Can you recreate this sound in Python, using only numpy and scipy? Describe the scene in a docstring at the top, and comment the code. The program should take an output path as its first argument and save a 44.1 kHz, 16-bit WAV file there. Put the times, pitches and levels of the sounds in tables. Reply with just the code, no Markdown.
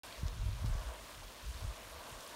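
"""A geyser cone vents across snow, heard by a phone in the open.
After a short blank a roar rings in the throat resonances, under banded spray noise with a droplet patter.
Wind flutters at the microphone from the start and swells in gusts; louder drops soon snap and ring.
Then sudden buffets kick the membrane into a few slowing swings. The layers run to the end."""
import sys
import numpy as np
from scipy import signal
from scipy.fft import rfft, irfft, next_fast_len
from scipy.io import wavfile
from scipy.ndimage import uniform_filter1d

SR = 44100
rng = np.random.default_rng(int(sys.argv[2]) if len(sys.argv) > 2 else 0)


def invert_db(level):
    """Linear amplitude ratio for a level in decibels (20 dB per decade), elementwise."""
    return 10 ** (np.asarray(level, dtype=float) / 20)


def generate_wav(signal):
    """Clip the signal to [-1, 1] and save it as 16-bit WAV at the path in sys.argv[1]."""
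    frames = np.transpose(np.atleast_2d(signal))
    scaled = np.clip(frames, -1, 1) * 32767
    pcm = np.round(scaled).astype(np.int16)
    wavfile.write(sys.argv[1], SR, pcm)


N = 103635  # length in samples


def curve(rows, column=1):
    """Piecewise-linear envelope: one table column interpolated over time."""
    rows = np.array(rows, float)
    return np.interp(np.arange(N) / SR, rows[:, 0], rows[:, column])


def unit(x):
    """Normalisation of signal power: scale to rms 1."""
    return x / np.sqrt(np.mean(x ** 2))


def band(x, hz, width_hz):
    """Second-order resonance with gain 1 at its centre; bandwidth sets the damping."""
    b, a = signal.iirpeak(hz, hz / width_hz, fs=SR)
    return signal.lfilter(b, a, x)


def walk(rate_per_s):
    """Slow random modulation: held random levels smoothed twice, at rms 1."""
    hold = int(SR / rate_per_s)
    steps = np.repeat(rng.standard_normal(256), hold)
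    smooth = uniform_filter1d(uniform_filter1d(steps, hold), hold)
    return unit(smooth[:N])


def roar():
    """Resonance of a noise-driven cavity: turbulent steam rings the throat of the cone."""
    # surge of the vent: start_s, level_db (rms)
    surge = [(0.04, -56.5), (.2, -56), (.54, -61), (.62, -52), (.72, -55.5), (.78, -53), (.83, -54),
             (.88, -53), (.96, -53.5), (1.0, -57.5), (1.1, -54.5), (1.18, -59), (1.26, -58.5), (1.5, -60),
             (1.58, -56), (1.8, -54.5), (2.0, -55.5), (2.07, -53), (2.2, -52.5), (2.28, -55), (2.35, -50.5)]
    # throat resonances: centre_hz, nominal_width_hz, relative_level_db
    throat = [(489, 86, -6), (628, 122, -0.5), (948, 236, -1), (1114, 196, -2), (1566, 216, -8)]
    flicker_db, flickers_per_s = 0.5, 25
    puff_db, puffs_per_s = 1.47, 70  # quick bursts of steam through the whole throat
    widening = 1.36  # offsets most of the narrowing by two filters in series

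    gas = 0
    for hz, width_hz, db in throat:
        filter_hz = width_hz * widening
        mode = band(rng.standard_normal(N), hz, filter_hz)
        mode = unit(band(mode, hz, filter_hz))
        # each resonance flickers alone
        gas = gas + invert_db(db + flicker_db * walk(flickers_per_s)) * mode
    puffed = gas * invert_db(puff_db * walk(puffs_per_s))
    return unit(puffed) * invert_db(curve(surge))


def spray():
    """Shot noise over a steady hiss: random droplet impulses, shaped in flickering half-octave steps."""
    # flow of spray: start_s, level_before_gain_db
    flow = [(0.04, -53.5), (0.26, -56), (0.28, -54), (0.3, -57), (0.31, -57.5), (0.65, -56), (0.66, -53),
            (0.71, -55.5), (1.15, -55.5), (1.17, -57), (1.63, -54.5), (1.67, -56), (2.3, -54), (2.35, -56)]
    # colour of the spray: frequency_hz, relative_density_db (per Hz)
    colour = np.array([(150, -0.5), (250, 3.5), (360, 1.5), (800, -16), (1400, 0.5), (2200, -1), (3500, -1),
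                       (6000, -5), (9500, -7.5), (15800, -15.5)], float)
    gain_db, flicker_db, flickers_per_s = 1.5, 1.0, 20
    shared_flicker_db, shared_flickers_per_s = 0.5, 13.55
    drops_per_s, patter_db = 440, -2.5  # in each band; patter rms relative to hiss
    size_mean_db, size_cap_db = 5.5, 12  # exponential spread of sizes, mean before the cap

    octave = np.log2(np.fft.rfftfreq(N, 1 / SR) + 1)
    tint = invert_db(np.interp(octave, np.log2(colour[:, 0]), colour[:, 1], left=-30))
    shared = shared_flicker_db * walk(shared_flickers_per_s)
    out = 0
    for centre in np.arange(7, 14.6, .5):  # log2 of the centre in Hz
        chance = rng.random((3, N))
        falls = chance[0] < drops_per_s / SR
        size_db = np.minimum(-size_mean_db * np.log(1 - chance[1]), size_cap_db)
        polarity = np.sign(chance[2] - .5)
        patter = unit(falls * invert_db(size_db) * polarity)
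        # triangular power shares let neighbouring bands cross over
        share = np.sqrt(np.clip(1 - 2 * abs(octave - centre), 0, 1))
        source = rfft(rng.standard_normal(N) + invert_db(patter_db) * patter)
        level_db = shared + flicker_db * walk(flickers_per_s)
        out = out + invert_db(level_db) * irfft(source * tint * share, N)
    return unit(out) * invert_db(curve(flow) + gain_db)


def eddies(hz, width_hz):
    """Narrow-band turbulence: pressure swings wander in pitch while compression evens their size."""
    evenness = 0.83  # 0 leaves the envelope alone, 1 divides it out
    swings = band(band(rng.standard_normal(N), hz, width_hz), hz, width_hz)
    size = np.abs(signal.hilbert(swings, next_fast_len(N))[:N]) + 1e-9
    return unit(band(swings / size ** evenness, hz, 2 * width_hz))


def wind():
    """Turbulent pressure on a membrane: gusts give a deep flutter and a sharper edge above it."""
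    # wind on the microphone: start_s, flutter_level_db (rms), edge_relative_to_flutter_db
    gusts = [(0.04, -66, -11), (0.06, -61, -7), (0.15, -66.5, -2), (0.2, -44, -16), (0.23, -50, -2),
             (0.25, -31.5, -1), (0.28, -40.5, -26), (0.36, -44, -11), (0.41, -31.5, -29), (0.43, -43, 0),
             (0.46, -33.5, -6.5), (0.59, -47, -5), (0.61, -40, -10), (0.64, -41, 2.5), (0.69, -34.5, -9),
             (0.72, -30, -22.5), (0.79, -39, -34), (0.82, -47, -18), (0.88, -39.5, -30), (0.93, -51, -28),
             (0.95, -60, -11), (1.03, -52.5, -17), (1.07, -68, -1), (1.14, -59, -8), (1.18, -52, -9),
             (1.2, -53, -4), (1.27, -49, -17), (1.32, -69, -3), (1.35, -60, -14), (1.41, -72, 1),
             (1.44, -45, -32), (1.5, -37, -24), (1.54, -59, -23), (1.55, -44, -14), (1.6, -49, -39),
             (1.62, -46, -6), (1.65, -39, 0), (1.67, -35.5, -15.5), (1.71, -42.5, -11), (1.75, -62.5, -10),
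             (1.87, -57.5, -9), (1.98, -53, -33), (2.03, -63, -12), (2.06, -74, 9), (2.09, -59, -11),
             (2.12, -57.5, 1.5), (2.17, -51, -15.5), (2.26, -80, 4), (2.3, -66, -5), (2.35, -72, 0)]
    flutter = eddies(hz=48.2, width_hz=37.5)
    edge = invert_db(curve(gusts, column=2)) * eddies(hz=98.8, width_hz=51)
    return invert_db(curve(gusts)) * (flutter + edge)


def drops():
    """Impact and damped free vibration: each louder drop is a noise snap and a very short ring."""
    # single louder drops: start_s, ring_start_db, ring_hz
    impacts = [(.126, -38.5, 3800), (.2676, -46, 5230), (0.2824, -33, 5200), (.416, -40.5, 3950),
               (.531, -41, 4300), (.6602, -45, 5460), (.670, -41, 4800), (.938, -48, 9000),
               (1.325, -51, 3700), (1.641, -47, 4700), (1.880, -40.5, 5270), (1.899, -49, 7900),
               (1.997, -44, 3700), (2.208, -41, 4830), (2.234, -44, 3690), (2.266, -41, 4850),
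               (2.277, -45, 9000)]
    t60_s = 0.0037
    snap_gain_db, snap_width_share = 8, 0.57  # gain on unit noise ahead of filters; share of ring pitch

    out = np.zeros(N + 400)
    t = np.arange(400) / SR
    fade = np.exp(-np.log(1000) * t / t60_s)
    for start_s, db, hz in impacts:
        width_hz = snap_width_share * hz
        snap = band(band(rng.standard_normal(400), hz, width_hz), hz, width_hz)
        ring = np.sin(2 * np.pi * hz * t)
        i = int(start_s * SR)
        out[i:i + len(t)] += invert_db(db) * fade * (ring + invert_db(snap_gain_db) * snap)
    return out[:N]


def buffets():
    """Transient with falling frequency: a hard puff kicks the membrane into swings that slow down."""
    # sudden buffets: start_s, envelope_peak_db, start_hz
    kicks = [(0.231, -28, 125), (0.643, -33, 198), (1.642, -37, 108.5), (2.125, -49.5, 195)]
    rise_s, fade_s = 0.0014, 0.009  # time constants
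    sink_s, end_hz = 0.012, 55.7  # time constant of the pitch fall, and its limit

    out = 0
    for start_s, db, start_hz in kicks:
        t = np.clip(np.arange(N) / SR - start_s, 0, None)
        # integral of a frequency that decays exponentially to end_hz
        turns = end_hz * t + (start_hz - end_hz) * sink_s * (1 - np.exp(-t / sink_s))
        shape = (1 - np.exp(-t / rise_s)) * np.exp(-t / fade_s)
        out = out + invert_db(db) * shape / shape.max() * np.sin(2 * np.pi * turns)
    return out


def scene():
    """Superposition in a free field: the layers add, and snow returns no echo."""
    mix = roar() + spray() + wind() + drops() + buffets()
    return mix[None, :]


def top_cut(x):
    """Nothing passes above the cut-off."""
    return signal.sosfilt(signal.butter(12, 16120, fs=SR, output="sos"), x)


def record(dry):
    """Linear filtering: the microphone loses deep bass, the case dips the treble, the top is cut."""
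    # dips of the phone's case: centre_hz, width_hz, depth (0 to 1, no unit)
    case_dips = [(4820, 133, 0.33), (7750, 600, 0.27), (10410, 460, 0.4)]
    mic_low_hz, top_hz, start_s = 33.4, 15770, 0.0342

    x = signal.sosfilt(signal.butter(2, mic_low_hz, "high", fs=SR, output="sos"), dry)
    for hz, width_hz, depth in case_dips:
        x = x - depth * band(x, hz, width_hz)
    x = irfft(rfft(x) * (np.fft.rfftfreq(N, 1 / SR) < top_hz), N)
    mix = x * (np.arange(N) > start_s * SR)  # short blank first
    return top_cut(mix)


dry = scene()
out = record(dry)
generate_wav(out)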